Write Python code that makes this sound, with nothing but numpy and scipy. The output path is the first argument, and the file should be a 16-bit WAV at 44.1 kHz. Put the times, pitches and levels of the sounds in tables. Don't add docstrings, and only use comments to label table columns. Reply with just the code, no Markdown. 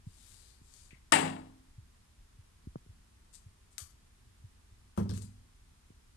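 import sys
import numpy as np
from scipy import signal
from scipy.fft import rfft, irfft, next_fast_len
from scipy.io import wavfile
from scipy.ndimage import map_coordinates

SR = 44100
rng = np.random.default_rng(int(sys.argv[2]) if len(sys.argv) > 2 else 0)


def materialize(psi):
    bounded = np.clip(np.atleast_2d(psi).T, -1, 1)
    quanta = np.round(bounded * 32767).astype(np.int16)
    wavfile.write(sys.argv[1], SR, quanta)


N = 271964
T = np.arange(int(.7 * SR)) / SR

# start_s, level_db, burst_t60_s,
# tilt_db_per_octave, resonance_hz, resonance_db, wall_ring_db, hardness_hz, ring_pitch_ratio, echo_db (re burst)
FLOOR_CONTACTS = [(1.1213, -15, .016, 1, 8600, 6, 1, 14000, 1, 0),
                  (1.1244, -13.5, .028, -3, 1900, 4, -2, 4500, .985, 1),
                  (1.1278, -20, .01, -1, 7600, 6, -5, 3000, 1.01, -5),
                  (1.1346, -22, .01, -2, 4300, 6, -7, 2500, 1, -5),
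                  (1.1371, -20.5, .019, 4, 8600, 4, -7, 9000, 1.02, -3),
                  (1.1422, -13.5, .0073, -4, 1600, 3, -7, 2500, .96, -1),
                  (1.153, -24.5, .014, 0, 3000, 2, -5.5, 3500, 1.03, 2),
                  (1.2084, -27, .015, -7, 600, 5, -6, 2000, .97, -.5),
                  (1.2288, -27.5, .018, -8, 800, 3, -6.5, 2000, 1.02, 0),
                  (1.262, -32, .016, -3.5, 4900, 3, -6.5, 3000, 1, .5),
                  (1.3655, -43, .04, -8, 1900, 3, -8, 1500, .97, -2)]
# frequency_hz, density_db (per Hz)
SHELL_SPECTRUM = [(40, -53), (120, -26), (290, -7), (400, -6), (520, -7), (700, 0), (900, 1.5),
                  (1300, -3.5), (1600, -5), (2100, -2), (2450, -5), (3000, -7), (3900, -10), (5200, -17.5),
                  (6100, -19), (7500, -12.5), (9000, -12), (10800, -24.5), (13000, -32)]
# frequency_hz, level_db, t60_s, rise_s
WALL_MODES = [(426, -12.5, .08, 0.0011), (681.8, -7, .06, 0.00079), (902, -10, 0.16, .00068),
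              (1108, -13, 0.14, .001), (1364, -10.5, 0.03, 0.0014), (1839, -9, 0.055, .00068),
              (2070, -9.5, 0.12, 0.00085), (2680, -11.5, 0.065, .001), (3029, -10.5, 0.072, .001),
              (3887, -18, 0.074, .001), (4920, -18, 0.066, .00079), (5560, -7, .018, 0.00045),
              (7500, -11.5, 0.061, 0.00052), (8350, -13, .04, .0005), (8950, -12.5, 0.051, .0005),
              (10310, -15.5, .04, .0005)]
# frequency_hz, level_db, rise_s
STANDING_WAVES = [(97.52, -42.5, .026), (159.1, -32, .02), (186.5, -39.5, .02), (212.7, -34, 0.034),
                  (262.8, -31, .008), (304.8, -31.5, .0018), (318, -34, .0043), (410, -38.5, .008),
                  (448, -40.5, 0.00811), (580, -36.5, .008), (684, -37, 0.0084), (746, -33, 0.014),
                  (806, -28.5, 0.021), (853, -34, .009), (1097, -37, .012), (1230, -37, 0.0077),
                  (1297, -38.5, 0.017), (1432, -36.5, .013), (1522, -39.5, 0.011), (1711, -38.5, 0.009),
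                  (1850, -37, 0.011), (1990, -37.5, .01), (2304, -36.5, .01), (2950, -39.5, .0065),
                  (3348, -40, 0.0089), (5080, -46.5, 0.011), (7100, -41, 0.0093), (8075, -41.5, .01),
                  (8593, -41, .01), (9098, -41.5, .01)]
# start_s, level_db, hardness_hz
ROOM_BOOMS = [(1.1212, -1, 14080), (1.208, 2, 165.4)]
FOCUS_WIDTH = .2
CRASH_LIFE = 0.93
BOOM_WANDER_RAD = 0.72


def falling_bottle():
    out = np.zeros((2, N))
    for (s, db, t60, tilt_db, focus_hz, focus_db,
         ring_db, hardness_hz, pitch, echo_db) in FLOOR_CONTACTS:
        def colour_db(hz):
            tilt = tilt_db * np.log2((hz + 500) / 2500)
            return along(SHELL_SPECTRUM, hz) + tilt + focus_db * hump(hz, focus_hz, FOCUS_WIDTH)

        clatter = contact(colour_db, t60, attack=0.00029, wet_db=echo_db, life=CRASH_LIFE)
        wall = ring(WALL_MODES, hardness_hz, pitch=pitch, scatter_db=0.5)
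        add(out, s, amp(db) * (clatter + amp(ring_db) * wall))
    waves = [(hz, db, CRASH_LIFE * along(ROOM_DECAY, hz), rise) for hz, db, rise in STANDING_WAVES]
    for s, db, hardness_hz in ROOM_BOOMS:
        add(out, s, amp(db) * ring(waves, hardness_hz, wander=BOOM_WANDER_RAD))
    return out


# start_s, boom_db, hardness_hz, knock_db, body_resonance_db
LEDGE_BLOWS = [(4.977, -27.5, 364, -27, 9), (5.0955, -29.5, 133, -35, -7), (5.167, -57, 165, -51.5, 5),
               (5.213, -44, 169, -56, 8)]
# frequency_hz, level_db, t60_s, rise_s
LEDGE_MODES = [(58.8, -17, 0.62, .0046), (84.9, -3, 0.32, 0.0062), (100, -1, 0.58, 0.0077),
               (126.6, -7, 0.41, 0.016), (159, -7, 0.32, 0.018), (185.2, 2.5, 0.32, .0054),
               (206.1, 3.5, 0.35, 0.0054), (245.5, -13.5, .7, 0.0027), (301, -8, 0.039, .0017),
               (337, -6.5, 0.26, 0.002), (394.5, -13, 0.38, .0012), (412, -14, .3, .003),
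               (450, -13, 0.34, .0019), (515, -22, 0.23, .002), (540, -16.5, 0.23, .002)]
# frequency_hz, density_db (per Hz)
KNOCK_SPECTRUM = [(30, -42), (100, -4), (330, 4.5), (480, 1), (700, -7.5), (900, -8), (1130, -6),
                  (1500, -14), (2100, -26), (3000, -27), (6000, -55), (13000, -60)]
BODY_HZ, BODY_WIDTH = 1110, .2


def toppling_bottle():
    out = np.zeros((2, N))
    for s, boom_db, hardness_hz, knock_db, body_db in LEDGE_BLOWS:
        def colour_db(hz):
            return along(KNOCK_SPECTRUM, hz) + body_db * hump(hz, BODY_HZ, BODY_WIDTH)

        boom = ring(LEDGE_MODES, hardness_hz)
        knock = contact(colour_db, t60=0.051, attack=0.0034, wet_db=0.5, life=0.57)
        add(out, s, amp(boom_db) * boom)
        add(out, s - .001, amp(knock_db) * knock)
    return out


# start_s, level_db, burst_t60_s, pitch_hz, resonance_db, echo_db (re burst)
LIGHT_TAPS = [(0.739, -46, 0.0059, 7100, 10.5, 1), (0.907, -55, 0.076, 2210, 30, 0),
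              (3.347, -49, 0.0048, 4000, 14, -16), (3.354, -43, 0.0053, 7500, 14.5, -7),
              (3.7814, -27.5, 0.008, 7900, 6, -1), (3.8022, -46, 0.023, 8300, 1, -5),
              (4.966, -60.5, 0.039, 1300, 13, 5), (4.975, -45, 0.023, 8100, 0, 2),
              (5.0925, -44.5, 0.025, 4270, 19, -5), (5.101, -48.5, 0.023, 4470, 12, 0),
              (5.1098, -42.5, 0.0091, 4100, 16, -11), (5.1359, -48.5, 0.028, 4000, 4, 1.5),
              (5.164, -58, 0.021, 6000, 9, 1), (5.1766, -39, 0.0071, 7140, 4, -4),
              (5.2212, -45.5, 0.0099, 7900, 10, -4)]
# frequency_hz, density_db (per Hz)
TAP_SPECTRUM = [(60, -30), (400, -9), (750, -8.5), (1200, -1.5), (2000, -2.5), (3200, -2), (3900, -3.5),
                (4600, -1), (5800, -1), (8500, 0), (9700, -0.5), (10500, -7.5), (12000, -5.5),
                (13000, -14.5)]
# frequency_hz, level_db, t60_s, rise_s
CAP_MODES = [(4380, -11, 0.02, .00046), (6320, -15, .06, .00026), (7700, -17, .05, .0003),
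             (8750, -13.5, 0.077, .00025), (9620, -18, 0.036, .0003), (11950, -23, .05, .0003)]
TAP_WIDTH = 0.42
CAP_SCATTER = 0.025
REBOUND_S, REBOUND_DB = 0.0069, -13


def taps():
    out = np.zeros((2, N))
    for s, db, t60, pitch_hz, peak_db, echo_db in LIGHT_TAPS:
        def colour_db(hz):
            return along(TAP_SPECTRUM, hz) + peak_db * hump(hz, pitch_hz, TAP_WIDTH)

        click = contact(colour_db, t60, attack=0.000274, wet_db=echo_db, life=0.6)
        cap_pitch = 1 + CAP_SCATTER * rng.uniform(-0.97, 1)
        touch = click + amp(-3.0) * ring(CAP_MODES, pitch=cap_pitch, scatter_db=2.0)
        add(out, s, amp(db) * touch)
        add(out, s + REBOUND_S, amp(db + REBOUND_DB) * touch)
    return out


# start_s, swell_s, fade_s, level_db, pitch_hz, resonance_db
SLIDE_STROKES = [(.03, 0.28, 0.3, -58, 5000, -2.5), (.3, 0.2, 0.11, -68.5, 4300, 12.5),
                 (0.598, 0.19, 0.14, -59.5, 7030, 3.5), (3.327, 0.021, 0.022, -50, 7600, 8),
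                 (3.706, 0.019, 0.024, -64.5, 8000, 7.5), (5.091, 0.005, 0.022, -56.5, 8600, 0),
                 (5.128, .045, .022, -54, 6930, 4), (5.212, 0.0069, 0.046, -52.5, 8500, 5)]
# frequency_hz, density_db (per Hz)
SCRAPE_SPECTRUM = [(800, -12), (2200, -10.5), (3300, -6.5), (4700, -2.5), (6000, -4.5), (8300, 0),
                   (10500, -6.5), (13000, -15)]
STROKE_WIDTH = 0.2
PRESSURE_POWER = 0.8
CATCH_PER_S, CATCH_DB = 110, 0.5
SLIPS_PER_S, SLIP_SCATTER_DB = 9000, 1.5
SLIDE_DRY_DB, SLIDE_ECHO_DB = -4.5, -7


def sliding():
    hiss = np.zeros(N)
    for s, swell, fade, db, pitch_hz, peak_db in SLIDE_STROKES:
        def colour(hz):
            return amp(along(SCRAPE_SPECTRUM, hz) + peak_db * hump(hz, pitch_hz, STROKE_WIDTH))

        pressure = np.interp(T, [0, swell, swell + fade], [0, 1, 0])
        catch = amp(CATCH_DB * wobble(CATCH_PER_S, size=len(T)))
        slip_now = rng.random(len(T)) < SLIPS_PER_S / SR
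        slip_size = rng.standard_normal(len(T)) * amp(SLIP_SCATTER_DB * rng.standard_normal(len(T)))
        grain = unit(filtered(slip_now * slip_size, colour))
        add(hiss, s, amp(db) * pressure ** PRESSURE_POWER * catch * grain)
    tail = room_tail(np.zeros_like, build=0.0038, life=0.75)
    echo = signal.fftconvolve(hiss[None], tail, axes=1)[:, :N]
    return amp(SLIDE_DRY_DB) * hiss + amp(SLIDE_ECHO_DB) * echo


# start_s, peak_db, swing_hz, hardness_hz
PHONE_BUMPS = [(0.07, -37, 92.3, 221), (0.344, -55, 74.6, 129), (0.616, -51.5, 91, 342),
               (0.931, -47, 101.7, 465), (1.783, -41.5, 93, 141), (2.389, -47, 90, 132),
               (2.673, -35.5, 60, 345), (2.7579, -30, 126.7, 1240), (2.864, -51.5, 108, 480),
               (2.894, -45, 83.4, 112), (3.464, -45.5, 90, 150), (3.819, -44.5, 79, 122),
               (4.264, -51, 86.8, 119), (4.442, -42.5, 99.7, 120), (5.905, -47.5, 83.3, 464)]
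SWAY_DAMPING = 0.65
CASE_HZ = 297


def hand_bumps():
    out = np.zeros(N)
    push = signal.unit_impulse(SR // 10, "mid")
    for s, db, swing_hz, hardness_hz in PHONE_BUMPS:
        def response(hz):
            sway = hz ** 2 / (swing_hz ** 2 - hz ** 2 + 1j * SWAY_DAMPING * swing_hz * hz)
            case = 1 / (1 + 1j * hz / CASE_HZ)
            softness = 1 / (1 + (hz / hardness_hz) ** 8)
            return sway ** 2 * case * softness

        swing = filtered(push, response)
        add(out, s - 1 / 20, amp(db) * swing / np.abs(swing).max())
    return out


# frequency_hz, density_db (per Hz)
BACKGROUND_SPECTRUM = [(12, -28.5), (20, 1.5), (64, 1.5), (99, -4), (126, -12), (249, -14), (277, -18.5),
                       (416, -21), (531, -26.5), (715, -25), (1000, -22), (1490, -24.5), (2420, -26.5),
                       (6500, -29), (9390, -28.5), (13000, -37.5)]
# frequency_hz, likeness (1 = identical)
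BACKGROUND_LIKENESS = [(100, 0.99), (250, 0.41), (600, 0.12), (2000, 0.085)]


def background():
    noise = noise_pair(BACKGROUND_LIKENESS, size=N)
    air = unit(filtered(noise, lambda hz: amp(along(BACKGROUND_SPECTRUM, hz))))
    low = filtered(air, lambda hz: 1 / (1 + (hz / 200) ** 4))
    restless = amp(-61.0 + 1.6 * wobble(29, size=N))
    return amp(-62.0) * (air - low) + restless * low


# frequency_hz, t60_s (each source takes a share of it)
ROOM_DECAY = [(100, 1), (160, .55), (260, .82), (350, .67), (750, .56), (2000, .45), (5000, .5),
              (9000, .42), (13000, .46)]
# frequency_hz, likeness (1 = identical)
ROOM_LIKENESS = [(130, 1), (280, 0.99), (600, 0.64), (1300, 0.23), (2800, 0.27)]
FLUTTER_PER_S, FLUTTER_DB = 90, 2


def room_tail(colour_db, build, life):
    wash = filtered(noise_pair(ROOM_LIKENESS, size=len(T)), lambda hz: amp(colour_db(hz)))
    hz, t, z = signal.stft(wash, SR, nperseg=256)
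    ripple_db = 3.4 * rng.standard_normal((len(hz), 1))
    decay_db = -60 * t / (life * along(ROOM_DECAY, hz)[:, None])
    tail = signal.istft(z * amp(ripple_db + decay_db), SR, nperseg=256)[1][:, :len(T)]
    flutter = amp(FLUTTER_DB * wobble(FLUTTER_PER_S, size=len(T)))
    tail = tail * (1 - np.exp(-(T / build) ** 2)) * flutter
    return tail / np.linalg.norm(tail[0])


RIPPLE_HZ, RIPPLE_DB = 168, 2.5
ECHO_BUILD_S = .005


def contact(colour_db, t60, attack, wet_db, life):
    knots_db = RIPPLE_DB * rng.standard_normal(size=128)

    def hollow_db(hz):
        ripple_db = np.interp(hz / RIPPLE_HZ, np.arange(len(knots_db)), knots_db)
        return colour_db(hz) + ripple_db * hz / (hz + RIPPLE_HZ)

    grit = filtered(rng.standard_normal(len(T)), lambda hz: amp(hollow_db(hz)))
    envelope = amp(-60 * T / t60) * (1 - np.exp(-T / attack))
    burst = grit * amp(1.2 * wobble(700, size=len(T))) * envelope
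    echo = room_tail(hollow_db, ECHO_BUILD_S + t60 / 10, life)
    return np.linalg.norm(envelope) * (burst / np.linalg.norm(burst) + amp(wet_db) * echo)


def ring(modes, hardness_hz=np.inf, pitch=1, scatter_db=0, wander=0):
    out = np.zeros(len(T))
    for hz, db, t60, rise in modes:
        drift = 0
        if wander:
            drift = wander * wobble(25, size=len(T)) * np.minimum(T * 10, 1)
        decay = amp(db + scatter_db * rng.standard_normal() - 60 * T / t60)
        level = decay / np.hypot(1, (hz / hardness_hz) ** 2)
        out += level * (1 - np.exp(-T / rise)) * np.sin(2 * np.pi * hz * pitch * T + drift)
    return out


def noise_pair(alike, size):
    def mid_side_gain(hz):
        turn = np.arccos(np.clip(along(alike, hz), -1, 1)) / 2
        return np.array([np.cos(turn), np.sin(turn)])

    mid, side = filtered(rng.standard_normal((2, size)), mid_side_gain)
    return np.array([mid + side, mid - side])


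def hump(hz, centre_hz, width):
    return 1 / (1 + (np.log((hz + 1) / centre_hz) / width) ** 2)


def wobble(rate, size):
    knots = rng.standard_normal(int(size * rate / SR) + 4)
    return map_coordinates(knots, [np.arange(size) * rate / SR])


def filtered(x, response):
    size = x.shape[-1]
    m = next_fast_len(size + 8192)
    return irfft(rfft(x, m) * response(np.fft.rfftfreq(m, 1 / SR)), m)[..., :size]


def along(points, hz):
    f, v = np.transpose(points)
    return np.interp(np.log(hz + 1), np.log(f + 1), v)


def amp(db):
    return 10 ** (np.asarray(db) / 20)


def unit(x):
    return x / np.sqrt(np.mean(x ** 2) + 1e-20)


def add(track, s, sound):
    part = track[..., round(s * SR):][..., :sound.shape[-1]]
    part += sound[..., :part.shape[-1]]


# frequency_hz, left_minus_right_db
MICROPHONE_SHADE = [(200, -1), (360, -1), (660, 9), (1200, 8.5), (2200, 10), (4000, 22), (7200, 28),
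                    (13000, 30.5)]


def scene():
    def shade(hz):
        shade_db = along(MICROPHONE_SHADE, hz)
        return 2 / (1 + amp(np.array([-shade_db, shade_db])))

    airborne = falling_bottle() + toppling_bottle() + taps() + sliding()
    return filtered(airborne, shade) + hand_bumps() + background()


LEFT_LEAD_S = .00059
TOP_HZ = 13150


def record(dry):
    sides = np.array([[1], [-1]])
    offset = filtered(dry, lambda hz: np.exp(1j * np.pi * hz * LEFT_LEAD_S * sides))
    rounded = offset / (1 + np.abs(offset / .5) ** 6) ** (1 / 6)
    return filtered(rounded, lambda hz: 1 / (1 + (hz / TOP_HZ) ** 120))


dry = scene()
out = record(dry)
materialize(out)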